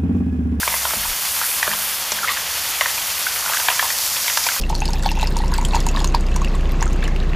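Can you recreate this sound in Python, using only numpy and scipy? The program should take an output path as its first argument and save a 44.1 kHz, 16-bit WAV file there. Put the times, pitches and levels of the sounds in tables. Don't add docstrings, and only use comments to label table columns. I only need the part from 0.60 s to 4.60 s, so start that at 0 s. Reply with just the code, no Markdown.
import sys
import numpy as np
from scipy import signal
from scipy.fft import rfft, irfft
from scipy.io import wavfile

SR = 44100
rng = np.random.default_rng(int(sys.argv[2]) if len(sys.argv) > 2 else 0)


def store_pcm(level_fs):
    pcm = np.round(np.clip(level_fs, -1, 1) * 32767).astype(np.int16)
    wavfile.write(sys.argv[1], SR, np.atleast_2d(pcm).T)


N = 176400
T = np.arange(N) / SR
FREQ_HZ = np.fft.rfftfreq(N) * SR


def from_db(db):
    return 10 ** (np.asarray(db) / 20)


def unit_rms(x):
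    return x / np.std(x)


def unit_energy(x):
    return x / np.linalg.norm(x)


def envelope(rows):
    return from_db(np.interp(T, *np.transpose(rows)))


def add(out, time_s, x):
    start = int(time_s * SR)
    out[start:start + len(x)] += x[:N - start]


def colour(x, points):
    hz, db = np.transpose(points)
    inside_hz = np.clip(FREQ_HZ, hz.min(), hz.max())
    skirt = (np.minimum(FREQ_HZ, inside_hz) / np.maximum(FREQ_HZ, inside_hz)) ** 2
    gain = from_db(np.interp(np.log(inside_hz), np.log(hz), db))
    return unit_rms(irfft(rfft(x) * skirt * gain, N))


def ring(x, hz, t60_s):
    radius, angle = from_db(-60 / (t60_s * SR)), 2 * np.pi * hz / SR
    return signal.lfilter([.5, 0, -.5], [1, -2 * radius * np.cos(angle), radius ** 2], x + 1e-18)


def band(x, low_hz, high_hz):
    return signal.sosfilt(signal.butter(2, [low_hz, high_hz], "band", fs=SR, output="sos"), x)


def grains(per_s, spread_db, size=N):
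    born = rng.random(size) < per_s / SR
    strength = from_db(spread_db * np.minimum(rng.exponential(size=size), 5))
    return born * strength * np.sign(rng.standard_normal(size))


def strike(hits, modes):
    blows = np.zeros(N)
    for time_s, db in hits:
        add(blows, time_s, from_db([db]))
    return sum(from_db(db) * ring(blows, hz, t60_s) for hz, db, t60_s in modes)


def bursts(rows, band_hz):
    out = np.zeros(N)
    for time_s, decay_s, db in rows:
        noise = unit_rms(band(rng.standard_normal(SR), *band_hz))
        add(out, time_s, from_db(db) * noise * np.exp(-T[:SR] / decay_s))
    return out


def flare(depth_db=.65, rate_hz=(4.8, 16.6)):
    return from_db(depth_db * unit_rms(band(rng.standard_normal(N), *rate_hz)))


# (frequency [Hz], relative density [dB])
SIZZLE_SPECTRUM = [(250, -17), (380, -17), (520, -8), (1020, -4.5), (1900, -4), (2800, -3), (3550, -1),
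                   (4000, -3.5), (4400, 1.5), (5700, 2), (7300, 0.5), (8400, -3.5), (9300, 0), (14400, 0)]
# (time [s], level [dB])
MIDDLE_LEVELS = [(0, -30.5), (2.1, -28.5), (4, -30.5)]
TREBLE_LEVELS = [(0.15, -28.5), (.55, -29.5), (.8, -28.5), (1.7, -30.5), (2.0, -28.5), (2.8, -28.5),
                 (3.15, -26.5), (3.85, -25), (4, -27.5)]
TOP_LEVELS = [(0, -23.5), (.15, -22.5), (.6, -24.5), (.92, -21), (1.05, -24.5), (1.3, -23), (1.45, -27),
              (1.9, -27.5), (2.0, -25), (2.5, -25.5), (3.0, -23.5), (4, -24)]
def sizzle(steam_gain=.76):
    pops = unit_rms(grains(per_s=9000, spread_db=2.5))
    steam = steam_gain * rng.standard_normal(N)
    spectrum = rfft(colour(pops + steam, SIZZLE_SPECTRUM))
    middle = np.interp(FREQ_HZ, (3030, 4970), (1, 0))
    top = np.interp(FREQ_HZ, (6940, 9000), (0, 1))
    ranges = ((MIDDLE_LEVELS, middle), (TREBLE_LEVELS, 1 - middle - top), (TOP_LEVELS, top))
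    return sum(envelope(rows) * flare() * unit_rms(irfft(spectrum * mask, N)) for rows, mask in ranges)


# (frequency [Hz], relative density [dB])
HUM_SPECTRUM = [(22, -12.5), (80, 0.5), (115, -7), (200, -8), (400, -26.5)]
def kitchen_hum(level_db=-48.5):
    return from_db(level_db) * colour(rng.standard_normal(N), HUM_SPECTRUM)


def drone(hz=66, level_db=-38.5, end_s=.38, fade_s=.08):
    return from_db(level_db) * np.sin(2 * np.pi * hz * T) * np.clip((end_s - T) / fade_s, 0, 1)


# (time [s], level [dB])
RUSTLE_LEVELS = [(0, -36.5), (.33, -35.5), (.65, -38), (1.1, -33), (1.3, -45), (1.7, -39.5), (2.72, -39),
                 (2.92, -29.5), (3.45, -41.5), (4, -32)]
def rustle():
    pitches_hz = np.geomspace(760, 2500, num=14)
    touches = grains(per_s=170, spread_db=1.7)
    touched = rng.integers(len(pitches_hz), size=N)
    shells = sum(ring(touches * (touched == k), hz, t60_s=.0096) for k, hz in enumerate(pitches_hz))
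    return envelope(RUSTLE_LEVELS) * unit_rms(band(shells, 820, 3600))


def kitchen_reverb(x, t60_s=.41, level_db=-16, delay_s=.006):
    t = T[:SR // 2]
    tail = band(rng.standard_normal(len(t)), 265, 5300) * from_db(-60 * t / t60_s) * (t > delay_s)
    return from_db(level_db) * signal.fftconvolve(x, unit_energy(tail))[:N]


# (pitch ratio, relative level [dB], t60 per stage [s])
SHELL_MODES = [(1, 14, 0.0065), (1.33, 5.5, 0.0043), (1.7, -8, 0.0072)]
# (frequency [Hz], relative level [dB], t60 [s])
HOLLOW_MODES = [(544, -14, 0.023), (696, -3.5, 0.014), (958, 4, 0.015), (990, -2, 0.0056)]
# (time [s], gain [dB], pitch [Hz], hollow trim [dB], crack trim [dB])
KNOCKS = [ (.031, -5.5, 1670, -10.5, -23), (.077, -7, 2300, 0, -15), (.125, -16, 2070, -1, -10),
          (.140, -10, 2020, -1.5, -13), (.252, -7.5, 1220, -0.5, -1.5), (0.307, -15.5, 1510, -3, -4),
          (0.335, -17.5, 1620, 5.5, 4), (0.453, -17, 1260, 4, -8), (.814, -8.5, 1430, -5.5, -2),
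          (.834, -14, 1780, -19, -8), (1.028, -1.5, 1840, -11, -10), (1.077, -8.5, 1660, -3.5, -2.5),
          (1.114, -10.5, 1750, -11, -11), (1.135, -17, 1390, 2, 4), (1.52, -18, 2420, 3.5, 2),
          (1.587, -12, 1540, -15, -10), (1.675, -9, 1830, -11, -15), (1.682, -6.5, 2190, -10, -11),
          (1.691, -9.5, 2000, -16, -1), (1.771, -11.5, 1710, -9, -19), (2.210, -3, 2130, -7, -2),
          (2.215, -1.5, 1090, -6, -7), (2.258, -5, 1790, -6.5, -15), (2.379, -13, 2480, -6, -12),
          (2.667, -3.5, 1490, -32, -17), (2.86, -10, 1430, -5, -22), (2.897, -13, 1360, 2.5, 1),
          (2.935, -9, 1600, -12, 2), (2.97, -9, 1580, -16, -2), (3.0, -14, 1590, -1.5, 3),
          (3.085, -5, 1840, 1.5, 3.5), (3.101, -9, 2800, -1.5, -13), (3.194, -0.5, 1680, -13, -3.5),
          (3.226, -12, 1330, 4, 1.5), (3.303, -9.5, 1880, -10, -6), (3.566, -16.5, 1610, -2, 7.5),
          (3.680, -9, 2210, -7, 0), (3.699, -11, 1930, -11, 2), (3.773, -6, 1660, -2.5, 0),
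          (3.866, -8, 2400, 0, -5), (3.888, -6, 1640, -29, -1.5), (3.963, -13.5, 1630, -7, -3)]
def clacks(shell_db=12.5, hollow_db=13.5, crack_db=11, chatter_s=.0016, echo_s=.015):
    out, t = np.zeros(N), T[:SR // 10]
    for time_s, gain_db, pitch_hz, hollow_trim_db, crack_trim_db in KNOCKS:
        chatter = .14 * t / chatter_s * np.exp(1 - t / chatter_s)
        pot_echoes = .023 * np.exp(-t / echo_s)
        contact = rng.standard_normal(len(t)) * (chatter + pot_echoes)
        contact[0] += 2
        shell = np.zeros(len(t))
        for ratio, db, t60_s in SHELL_MODES:
            first_stage = ring(contact, pitch_hz * ratio, t60_s)
            shell += from_db(db) * unit_energy(ring(first_stage, pitch_hz * ratio, t60_s))
        shell = from_db(shell_db) * unit_energy(band(shell, 990, 4600))
        hollow = sum(from_db(db) * ring(contact, hz, t60_s) for hz, db, t60_s in HOLLOW_MODES)
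        hollow = from_db(hollow_db + hollow_trim_db) * unit_energy(band(hollow, 597, 1420))
        crack = from_db(crack_db + crack_trim_db) * unit_energy(band(contact, 2000, 3610))
        add(out, time_s, from_db(gain_db) * (shell + hollow + crack))
    return out


# (frequency [Hz], gain [dB], t60 [s])
BODY_MODES = [(165.4, -9.5, 0.76), (216, -7.5, 0.63), (428, 9.5, 0.023), (598, 9, 0.045)]
# (time [s], level [dB])
SPATULA_BLOWS = [(.078, -35), (.337, -34), (1.078, -30), (1.520, -34)]
def pot_bumps():
    return band(strike(SPATULA_BLOWS, BODY_MODES), 123, 1000)


# (time [s], length [s], level [dB], frequency [Hz])
BUFFETS = [(0.355, 0.039, -36, 139), (0.368, 0.087, -39, 70), (0.424, 0.14, -37, 38)]
def air_puff():
    out = np.zeros(N)
    for time_s, length_s, db, hz in BUFFETS:
        n = int(length_s * SR)
        turbulence = band(rng.standard_normal(SR), hz * .49, hz * 1.3)[-n:]
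        add(out, time_s, from_db(db) * unit_rms(turbulence * np.hanning(n)))
    return out


# (time [s], decay [s], level [dB])
JUICE_BURSTS = [(.65, 0.071, -24.5), (2.28, 0.02, -27), (2.355, .001, -19), (2.94, .08, -24),
                (3.326, .001, -19), (3.41, 0.1, -24.5)]
def spits():
    return bursts(JUICE_BURSTS, band_hz=(3620, 13900))


# (frequency [Hz], gain [dB], t60 [s])
WALL_MODES = [(5770, -3, 0.044)]
# (time [s], level [dB])
EDGE_HITS = [(1.029, -21), (1.519, -16), (3.773, -14.5), (3.838, -19), (3.866, -19)]
def wall_ticks(decay_s=.006):
    snaps = bursts([(time_s, decay_s, db) for time_s, db in EDGE_HITS], band_hz=(3430, 7600))
    return snaps + strike(EDGE_HITS, WALL_MODES)


# (time [s], length [s], squeak level [dB], pitch [Hz], rasp level [dB])
DRAGS = [(1.624, 0.036, -22.5, 1340, -41), (1.688, 0.038, -27, 1116, -29), (3.226, 0.0466, -29.5, 980, -50)]
def scrapes():
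    out = np.zeros(N)
    for time_s, length_s, squeak_db, hz, rasp_db in DRAGS:
        n = int(length_s * SR)
        window = np.pad(signal.windows.tukey(n), (0, SR - n))
        slips = grains(per_s=2300, spread_db=1.9, size=SR) * window
        squeak = from_db(squeak_db) * unit_energy(ring(slips, hz, t60_s=.019))
        rasp = from_db(rasp_db) * unit_energy(band(slips, 2600, 4800))
        add(out, time_s, np.sqrt(n) * (squeak + rasp))
    return out


def scene():
    contacts = rustle() + clacks() + pot_bumps() + wall_ticks() + scrapes()
    mid = sizzle() + kitchen_hum() + drone() + contacts + kitchen_reverb(contacts) + air_puff() + spits()
    side = .45 * kitchen_hum()
    return np.array([mid + side, mid - side])


def record(dry):
    return signal.sosfilt(signal.ellip(12, .1, 80, 14900, fs=SR, output="sos"), dry)


dry = scene()
out = record(dry)
store_pcm(out)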